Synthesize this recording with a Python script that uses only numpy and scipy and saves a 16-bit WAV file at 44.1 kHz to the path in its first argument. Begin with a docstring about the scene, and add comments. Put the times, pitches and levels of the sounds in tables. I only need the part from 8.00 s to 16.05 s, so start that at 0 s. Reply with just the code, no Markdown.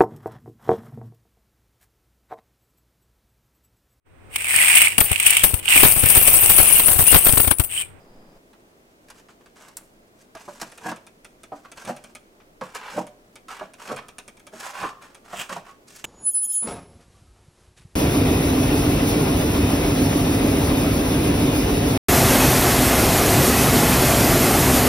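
"""Someone climbs down a wooden ladder that leans on a brick wall in a quiet, snowy yard.
A soft rush stops early on, leaving the far hum of a village. Frost crackles, a jacket rustles,
and from about 2 seconds boots knock, scrape and creak on the rungs while a loose buckle ticks.
Just after 7 seconds a boot crunches into the snow, and at the very end the gloves pat together."""
import sys
import numpy as np
from scipy import signal
from scipy.fft import rfft, irfft, next_fast_len
from scipy.io import wavfile

SR = 44100
rng = np.random.default_rng(int(sys.argv[2]) if len(sys.argv) > 2 else 0)


def bounce(signal):
    """Save signal as a 16-bit WAV file at the path given by the first command-line argument."""
    frames = np.transpose(np.atleast_2d(signal))
    limited = np.clip(frames, -1, 1)
    pcm = np.round(limited * 32767).astype(np.int16)
    wavfile.write(sys.argv[1], SR, pcm)


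N = 355181
TIME = np.arange(N) / SR
AGE = TIME[:SR // 3]   # seconds since a short sound began


# Each row: start in seconds, then level in dB and pitch in Hz for the rails, the rung and the clack.
BOOT_KNOCKS = [(2.349, -58, 299, -43.5, 644, -46, 1140), (2.478, -51, 223, -36.5, 593, -39.5, 1000),
               (2.615, -41, 227, -41.5, 668, -61, 1090), (2.856, -36, 224, -33, 746, -53, 1090),
               (2.884, -37.5, 217, -35, 747, -40, 1100), (2.913, -38.5, 218, -37, 546, -34, 1080),
               (3.519, -42.5, 288, -36.5, 613, -34, 816), (3.892, -33, 240, -28, 585.4, -39, 1240),
               (4.612, -38, 183, -34.5, 514, -33, 1110), (4.976, -31, 226.5, -22.5, 586, -30.5, 870),
               (4.997, -36, 223.5, -35, 800, -50, 1000), (5.609, -47, 193, -32.5, 637, -38.5, 1125),
               (5.896, -54, 244, -37, 510, -35, 1076), (5.914, -37, 228, -31.5, 527, -36.5, 1280),
               (5.928, -40, 138, -39, 505, -56, 1040), (6.53, -45, 232, -41.5, 630, -55, 870),
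               (6.836, -35.5, 338, -39.5, 662, -28, 1083), (7.33, -45.5, 193, -37, 710, -36, 1060),
               (7.496, -45, 188, -45, 550, -35.5, 1050), (7.514, -39.5, 174, -38.5, 543, -58, 1167),
               (7.562, -45, 188, -33.5, 705, -38, 890)]
# The tones (modes) of the side rails, a rung and the sole's hard edge on the board.
# Each row: multiple of the pitch, level in dB, seconds to fade by 60 dB (called t60).
RAIL_TONES = [(.6, -4, 0.42), (.83, 2, 0.15), (1, 6.5, 0.2), (1.21, 4, 0.04), (1.42, 5.5, 0.076)]
RUNG_TONES = [(.6, -11.5, 0.052), (.72, -9.5, 0.014), (.87, -13, 0.16), (1, 0, 0.072), (1.13, -8, .06),
              (1.27, -10, 0.096), (1.39, -11, 0.096)]
CLACK_TONES = [(.88, -3.5, 0.012), (1, 2.5, 0.023), (1.1, -7, 0.027), (1.22, -6.5, 0.049),
               (1.33, -24.5, 0.017), (1.5, -6, 0.021)]

def knocks():
    """The sole's edge clacks, the rung rings, and the heavy rails answer a little later."""
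    out = np.zeros(N)
    for start, rail_db, rail_hz, rung_db, rung_hz, clack_db, clack_hz in BOOT_KNOCKS:
        rails = strike(RAIL_TONES, rail_hz, settle_s=0.0091, crumble_db=3.5, rise_s=0.0064)
        rung = strike(RUNG_TONES, rung_hz, settle_s=0.0081, crumble_db=2, rise_s=0.0026)
        clack = strike(CLACK_TONES, clack_hz, settle_s=0.016, crumble_db=15, rise_s=0.00058)
        add(out, start, from_db(rail_db) * rails + from_db(rung_db) * rung + from_db(clack_db) * clack)
    return out


# Weight comes onto a rung. Each row: time of full weight in seconds, level in dB, rung pitch in Hz.
RUNG_LOADS = [(2.865, -37.5, 769), (3.893, -33, 629), (4.976, -32, 580), (5.915, -37.5, 535),
              (6.838, -37, 632), (7.566, -50, 777)]

def grinding(swell_s=0.023, release_s=0.009, rail_hz=224, rail_db=-4):
    """Snow grinds between sole and rung as the weight comes on, swelling up to the thud."""
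    out = np.zeros(N)
    from_peak = AGE - AGE.mean()
    swell = np.exp(np.minimum(from_peak / swell_s, -from_peak / release_s))
    for peak_s, level_db, rung_hz in RUNG_LOADS:
        slips = grains(len(AGE), per_s=1300, spread_db=5.5) * swell
        rung = ring_wood(slips, RUNG_TONES, rung_hz)
        rails = ring_wood(slips, RAIL_TONES, rail_hz)
        add(out, peak_s + from_peak[0], from_db(level_db) * (rung + from_db(rail_db) * rails))
    return out


# Each row: start in seconds, level in dB, pitch in Hz, rise time and fade time in seconds.
SOLE_CREAKS = [(2.832, -34.5, 1638, 0.04, 0.17), (3.645, -49.5, 1140, 0.0081, 0.06),
               (5.483, -38.5, 1303, 0.00065, 0.28), (5.96, -43.5, 1272, 0.0087, 0.54),
               (6.822, -24.5, 1184, 0.0049, 0.24), (6.88, -41.5, 1177, 0.015, 0.74),
               (7.659, -46.5, 1217, 0.021, 0.13)]
# The creaking board. Each row: multiple of the pitch, level in dB, fade time in seconds.
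CREAK_TONES = [(.91, 4, 0.15), (0.999, 14.5, 0.047), (1.1, -16, 0.094), (1.35, -15, .05), (2, -23, 0.081),
               (3.85, -20, .02)]

def creaks():
    """A sole judders on a frosty board, and its uneven slips keep the wood ringing."""
    out, age = np.zeros(N), TIME[:SR // 2]
    for start, level_db, pitch_hz, rise_s, t60 in SOLE_CREAKS:
        envelope = (1 - np.exp(-age / rise_s)) ** 2 * from_db(-60 * age / t60)
        slips = grains(len(age), per_s=720, spread_db=4) * envelope
        add(out, start, from_db(level_db) * ring_wood(slips, CREAK_TONES, pitch_hz))
    return out


# A sole or sleeve slides over the wood.
# Each row: start and length in seconds, then scrape level, cloth level and swell in dB.
SLIDE_MOVES = [(1.137, .055, -56.5, -57, 9), (1.28, .03, -60, -63, 2), (1.551, 0.15, -52.5, -55.5, -2),
               (2.155, .06, -69.5, -61.5, 15.5), (2.361, .22, -54.5, -53.5, 3),
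               (2.597, 0.024, -37.5, -38, -4), (2.646, 0.16, -59, -58.5, -8), (2.781, 0.11, -46, -49.5, 21),
               (3.526, .09, -59, -60, -4), (3.639, 0.021, -48.5, -61, 2), (3.756, 0.068, -47.5, -49.5, 3.5),
               (3.855, 0.042, -39, -44, 4), (3.92, .2, -65, -66.5, 5), (4.618, 0.14, -50, -55, -7),
               (4.735, 0.023, -35.5, -43, 2.5), (4.786, 0.14, -40, -53, -7), (4.902, 0.085, -39.5, -43, 4),
               (5.481, 0.089, -40.5, -48, -10), (5.558, 0.1, -45, -55.5, -5), (5.78, 0.15, -44, -49, 10),
               (5.96, 0.02, -35, -50, 2), (6.521, 0.11, -47, -48.5, 11), (6.599, 0.11, -38, -42.5, 2),
               (6.727, 0.15, -35.5, -44, 3), (7.008, 0.19, -54.5, -61.5, -21), (7.229, 0.11, -49, -55, 21),
               (7.333, .11, -43, -46.5, 4), (7.485, .085, -39.5, -46, 4), (7.644, 0.071, -50.5, -58.5, 0),
               (7.867, 0.14, -60.5, -51, 1)]
# The tone colours of scraped wood and of cloth. 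Each row: frequency in Hz, level in dB.
WOOD_COLOUR = [(150, -36), (400, -9.5), (750, -1.5), (1050, 2.5), (1250, -0.5), (1600, 1), (2000, -5.5),
               (2600, -5.5), (3600, -12), (6000, -19), (14000, -55.5)]
CLOTH_COLOUR = [(500, -58), (1500, 2.5), (3800, -3.5), (5500, -0.5), (8000, -2), (10500, -8.5),
                (13000, -13.5), (16000, -22)]

def rubbing(resting_scrape_db=-73.5, resting_cloth_db=-74.5):
    """Soles stick and slip on frosty wood; the jacket, never quite still, has a finer, brighter grain."""
    scrape_power = np.full(N, from_db(resting_scrape_db) ** 2)
    cloth_power = np.full(N, from_db(resting_cloth_db) ** 2)
    for start, length, scrape_db, cloth_db, swell_db in SLIDE_MOVES:
        gain = slide_gain(length, swell_db)
        add(scrape_power, start, (from_db(scrape_db) * gain) ** 2)
        add(cloth_power, start, (from_db(cloth_db) * gain) ** 2)
    catching = flutter(per_s=130, depth_db=3.6)
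    slips = grains(N, per_s=1600, spread_db=1.5) * catching
    fibres = grains(N, per_s=5000, spread_db=6.5) * catching
    scrape = np.sqrt(scrape_power) * rms_one(colour(slips, WOOD_COLOUR))
    rustle = np.sqrt(cloth_power) * rms_one(colour(fibres + 0.83 * slips, CLOTH_COLOUR))
    return scrape, rustle


def slide_gain(length, swell_db, attack_s=0.0086, release_t60=0.14):
    """A slide grips quickly, swells or fades as the pressure changes, then lets go."""
    age = TIME[:SR]
    pressure_db = swell_db * (np.minimum(age / length, 1) - .5)
    release_db = -60 * np.maximum(age - length, 0) / release_t60
    return (1 - np.exp(-age / attack_s)) * from_db(pressure_db + release_db)


def flutter(per_s, depth_db):
    """A level that wanders at random, as a sliding surface catches and lets go."""
    points = np.clip(rng.standard_normal(int(TIME[-1] * per_s) + 2), -2, 2)
    wander = np.interp(TIME * per_s, np.arange(len(points)), points)
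    return rms_one(from_db(depth_db * wander))


# Each row: start in seconds, level in dB.
BUCKLE_TICKS = [(2.7172, -33.5), (2.7761, -31), (2.9607, -34.5), (3.066, -34.5), (3.2456, -31),
                (3.433, -31.5), (3.716, -30), (3.8494, -27.5), (3.9633, -32), (4.0388, -31), (4.15, -27),
                (5.067, -33), (5.3555, -31), (5.7352, -34), (5.9617, -27.5), (6.0833, -31), (6.1823, -24.5),
                (6.2784, -30), (6.3688, -40.5), (6.3957, -39.5), (6.467, -31.5), (7.023, -37),
                (7.1461, -33)]
# The two touches in a tick. Each row: delay in seconds, then ring and rattle in dB relative to the tick.
BUCKLE_TOUCHES = [(.001, -26, -21), (.0052, -23.5, -18)]
# The hollow rattle. Each row: frequency in Hz before retuning, level in dB, fade time in seconds.
RATTLE_TONES = [(248, -2.5, 0.047), (417, -10.5, 0.014), (672, 1, 0.018), (950, -1, 0.016),
                (1363, 0.5, 0.02), (1736, -0.5, 0.013), (2430, 2, 0.0057), (2600, 3.5, 0.0077),
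                (3600, 0.5, 0.006)]
# The bright ring. Each row: frequency in Hz, level in dB.
RING_COLOUR = [(2000, -25), (4200, -3), (5300, 0.5), (6000, 2.5), (6900, 1), (8000, -1.5), (9000, 0),
               (10400, -3), (11400, -10.5), (13000, -9), (16000, -18)]

def buckle(ping_db=-23.5):
    """A loose buckle swings against the climber: its thin tongue pings and its body rattles twice."""
    tongue_tones = [(8820, 0, 0.0068), (9280, -1, 0.0067), (10400, -0.92, 0.0072)]   # as in RATTLE_TONES
    out = np.zeros(N)
    for start, level_db in BUCKLE_TICKS:
        tuning = 0.948 * (1 + .05 * rng.standard_normal())   # never twice quite alike
        ping = strike(tongue_tones, pitch=0.97, settle_s=0.0015, crumble_db=-13, rise_s=0.0001)
        add(out, start + BUCKLE_TOUCHES[0][0], from_db(level_db + ping_db) * ping)
        for delay, ring_db, rattle_db in BUCKLE_TOUCHES:
            ring = crackle(RING_COLOUR, settle_s=0.012, crumble_db=-3.5, per_s=6900)
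            rattle = strike(RATTLE_TONES, tuning, settle_s=0.012, crumble_db=3, rise_s=0.00014)
            touch = from_db(ring_db) * ring + from_db(rattle_db) * rattle
            add(out, start + delay, from_db(level_db) * touch)
    return out


# Each row: start in seconds, level of the crack in dB, level of the wood's answer in dB.
FROST_SNAPS = [(.532, -63.5, -58.5), (1.085, -57, -55.5), (1.102, -48, -48), (1.286, -61.5, -53),
               (1.41, -67.5, -61), (1.46, -59, -55.5), (1.685, -56, -57), (1.769, -36, -49.5),
               (1.781, -58, -57.5), (1.811, -74, -59), (2.351, -48, -45.5), (2.372, -55.5, -49.5),
               (2.407, -53.5, -51.5), (2.615, -35.5, -36.5), (2.916, -46, -43.5), (3.774, -48, -43.5),
               (4.402, -76, -56.5), (4.612, -46.5, -40.5), (4.749, -42, -43), (4.901, -48.5, -44),
               (5.484, -49.5, -46.5), (5.888, -50, -40.5), (6.601, -45.5, -45), (6.666, -49, -42.5),
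               (7.408, -50, -37.5), (7.494, -43.5, -39.5), (7.961, -48.5, -54)]
# A crack's tone colour before it is tilted. Each row: frequency in Hz, level in dB.
FROST_COLOUR = [(1000, -12.5), (3000, -10.5), (5000, -2.5), (8000, -1.5), (10300, -1.5), (12500, -7),
                (16000, -16)]

def frost():
    """Frost breaks under the weight in a spray of cracks; the less the wood takes up, the brighter."""
    out = np.zeros(N)
    for start, crack_db, wood_db in FROST_SNAPS:
        db_per_octave = -3.5 + 0.71 * (crack_db - wood_db)
        tilted = [(hz, db + db_per_octave * np.log2(hz / FROST_COLOUR[0][0])) for hz, db in FROST_COLOUR]
        crack = crackle(tilted, settle_s=.006, crumble_db=8, per_s=3500)
        wood = crackle(WOOD_COLOUR, settle_s=0.018, crumble_db=14, per_s=2000)
        add(out, start, from_db(crack_db) * crack + from_db(wood_db) * wood)
    return out


# The step off the ladder. 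Each row: time in seconds, level in dB.
CRUNCH_LEVEL = [(7.29, -120), (7.32, -55), (7.355, -45), (7.378, -34), (7.415, -30), (7.435, -52),
                (7.48, -71), (7.51, -120)]
# The tone colour of snow. Each row: frequency in Hz, level in dB.
SNOW_COLOUR = [(300, -14), (1000, -9.5), (2000, -12), (2750, -3.5), (3400, -8.5), (4200, -26),
               (6000, -19.5), (7500, -12.5), (10000, -23), (16000, -28)]

def snow(pat_s=8.042, pat_db=-30):
    """Cold snow crunches as it packs under the boot; snowy gloves meet with the same dry crunch."""
    crunch = colour(grains(N, per_s=1600, spread_db=4), SNOW_COLOUR)
    out = from_db(in_time(CRUNCH_LEVEL)) * rms_one(crunch)
    glove_pat = crackle(SNOW_COLOUR, settle_s=.012, crumble_db=12, per_s=6000)
    add(out, pat_s, from_db(pat_db) * glove_pat)
    return out


# The tone colour of the echoes. Each row: frequency in Hz, level in dB.
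REFLECTION_COLOUR = [(100, -7.5), (500, 7.5), (1200, 1.5), (2600, 4.5), (6000, 5.5), (16000, 3.5)]

def echoes(first_s, t60, side_db):
    """A fading stereo spray of reflections."""
    fade = (AGE > first_s) * from_db(-60 * AGE / t60)
    sprays = [unit_energy(grains(len(AGE), per_s=5000, spread_db=6.5) * fade) for _ in range(2)]
    mid, side = [colour(spray, REFLECTION_COLOUR) for spray in sprays]
    return stereo(mid, side, side_db)


def yard(sound, tail_db, wall_db=-11.5):
    """Quick echoes from wall and eaves, then a faint tail; their pattern changes as the climber moves."""
    out, hop = np.array([sound, sound]), SR // 4
    for centre in range(0, N + hop, hop):
        at = np.arange(max(centre - hop, 0), min(centre + hop, N))
        stretch = sound[at] * np.cos(np.pi / 2 * (at - centre) / hop)   # blends into its neighbours
        wall = from_db(wall_db) * echoes(first_s=0.00051, t60=0.062, side_db=3.5)
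        tail = from_db(tail_db) * echoes(first_s=.012, t60=0.39, side_db=1)
        for channel, reflections in zip(out, wall + tail):
            add(channel, at[0] / SR, signal.fftconvolve(stretch, reflections))
    return out


# Each row: time in seconds, level in dB.
RUSH_FADE = [(0, -50), (.3, -51), (.375, -51), (.41, -90)]
# Each row: frequency in Hz, level in dB.
RUSH_COLOUR = [(20, 13), (40, -5), (70, -16), (160, 3), (300, -0.5), (700, -5), (1500, -19), (4300, -31.5),
               (5000, -16.5), (5700, -46), (16000, -39)]

def rush():
    """A soft rush with a thin hiss that stops early on."""
    return from_db(in_time(RUSH_FADE)) * steady_noise(RUSH_COLOUR, side_db=2)


# Each row: frequency in Hz, level in dB.
VILLAGE_COLOUR = [(12, -52), (20, 1.5), (48, -12.5), (154, -10), (248, -4), (285, -6), (446, -6.5),
                  (499, -10), (624, -10), (923, -21), (1440, -27), (1760, -29), (2020, -27.5), (2460, -30),
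                  (16000, -36.5)]

def village_hum(level_db=-55):
    """The far village fills the yard with a low, steady noise."""
    return from_db(level_db) * steady_noise(VILLAGE_COLOUR, side_db=10.5)


def steady_noise(spectrum, side_db):
    """Smooth stereo noise with an average (rms) level of 1."""
    mid, side = [colour(white, spectrum) for white in rng.standard_normal((2, N))]
    return rms_one(stereo(mid, side, side_db))


# Each row: frequency in Hz, level in dB of the part that differs between left and right.
STEREO_WIDTH = [(100, -25), (300, -21), (600, -15), (1100, -3.5), (2200, -3), (4500, -8.5), (16000, -10.5)]

def stereo(mid, side, side_db):
    """Make left and right alike in the bass and unlike in the treble."""
    return mid + from_db(side_db) * colour(side, STEREO_WIDTH) * [[1], [-1]]


def grains(size, per_s, spread_db):
    """Tiny slips and breaks: random clicks of uneven strength."""
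    born = rng.random(size) < per_s / SR
    strength = from_db(spread_db * np.minimum(rng.exponential(1, size), 3))
    return rms_one(born * strength * rng.choice([-1, 1], size))


def contact(settle_s, crumble_db, per_s):
    """A first touch, then a dying spray of clicks (at crumble_db) as the surfaces settle."""
    settling = grains(len(AGE), per_s, spread_db=3) * np.exp(-AGE / settle_s)
    force = from_db(crumble_db) * unit_energy(settling)
    force[0] += 1
    return force


def crackle(spectrum, settle_s, crumble_db, per_s):
    """A contact with the tone colour of a material."""
    return unit_burst(colour(contact(settle_s, crumble_db, per_s), spectrum))


def strike(tones, pitch, settle_s, crumble_db, rise_s):
    """A settling contact sets each tone ringing; a soft sole lets the sound build up gradually."""
    out = 0
    for ratio, db, t60 in tones:
        ring = np.sin(2 * np.pi * ratio * pitch * AGE) * from_db(-60 * AGE / t60)
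        driven = signal.fftconvolve(contact(settle_s, crumble_db, per_s=1500), ring)[:len(AGE)]
        out = out + from_db(db) * unit_energy(driven) * rng.choice([-1, 1])
    return unit_burst(out * (1 - np.exp(-AGE / rise_s)))


def ring_wood(slips, tones, pitch):
    """Every slip sets off the same fading tones in the wood."""
    ring = sum(np.sin(2 * np.pi * ratio * pitch * AGE) * from_db(db - 60 * AGE / t60)
               for ratio, db, t60 in tones)
    return unit_burst(signal.fftconvolve(slips, ring))


def thin_bass(x, lowest_hz=125):
    """Thin out the deep bass below about 125 Hz."""
    return signal.sosfilt(signal.butter(2, lowest_hz, "high", fs=SR, output="sos"), x)


def colour(x, spectrum):
    """Give a sound a tone colour, using a minimum-phase filter: nothing rings before its cause."""
    size = 2 * next_fast_len(len(x))
    hz, db = np.transpose(spectrum)
    grid = np.maximum(np.fft.rfftfreq(size, 1 / SR), 1)
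    gain = from_db(np.interp(np.log(grid), np.log(hz), db))
    cepstrum = irfft(np.log(gain))
    cepstrum[1:size // 2] *= 2
    cepstrum[size // 2 + 1:] = 0
    return irfft(rfft(x, size) * np.exp(rfft(cepstrum)))[:len(x)]


def from_db(db):
    return 10 ** (np.asarray(db) / 20)


def rms_one(x):
    return x / np.sqrt(np.mean(x ** 2) + 1e-20)


def unit_energy(x):
    return x / np.sqrt(np.sum(x ** 2) + 1e-20)


def unit_burst(x):
    """Scale a short sound to the energy of 20 ms at level 1."""
    return unit_energy(x) * np.sqrt(SR / 50)


def in_time(rows):
    """Join (seconds, value) points with straight lines."""
    return np.interp(TIME, *np.transpose(rows))


def add(track, start_s, sound):
    """Mix a sound into a track."""
    at = max(round(start_s * SR), 0)
    track[at:at + len(sound)] += sound[:max(N - at, 0)]


# Where the boots are. Each row: time in seconds, left level minus right level in dB.
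BOOT_PAN = [(0, -0.5), (4, -1), (5, -1), (5.7, -1.4), (6.7, -2), (8, -1.5)]

def scene():
    """The climber in the yard, over the village hum; the boots drift right as they come down."""
    scrape, rustle = rubbing()
    boots = thin_bass(knocks() + grinding()) + creaks() + scrape + snow()
    boots = yard(boots, tail_db=-17.5) * from_db(in_time(BOOT_PAN) * [[.5], [-.5]])
    small_sounds = yard(rustle + buckle() + frost(), tail_db=-20) * from_db([[-.6], [.1]])
    return boots + small_sounds + village_hum() + rush()


def record(dry, cutoff_hz=16000):
    """The highest treble is cut steeply."""
    return signal.sosfilt(signal.ellip(10, .2, 80, cutoff_hz, fs=SR, output="sos"), dry)


dry = scene()
out = record(dry)
bounce(out)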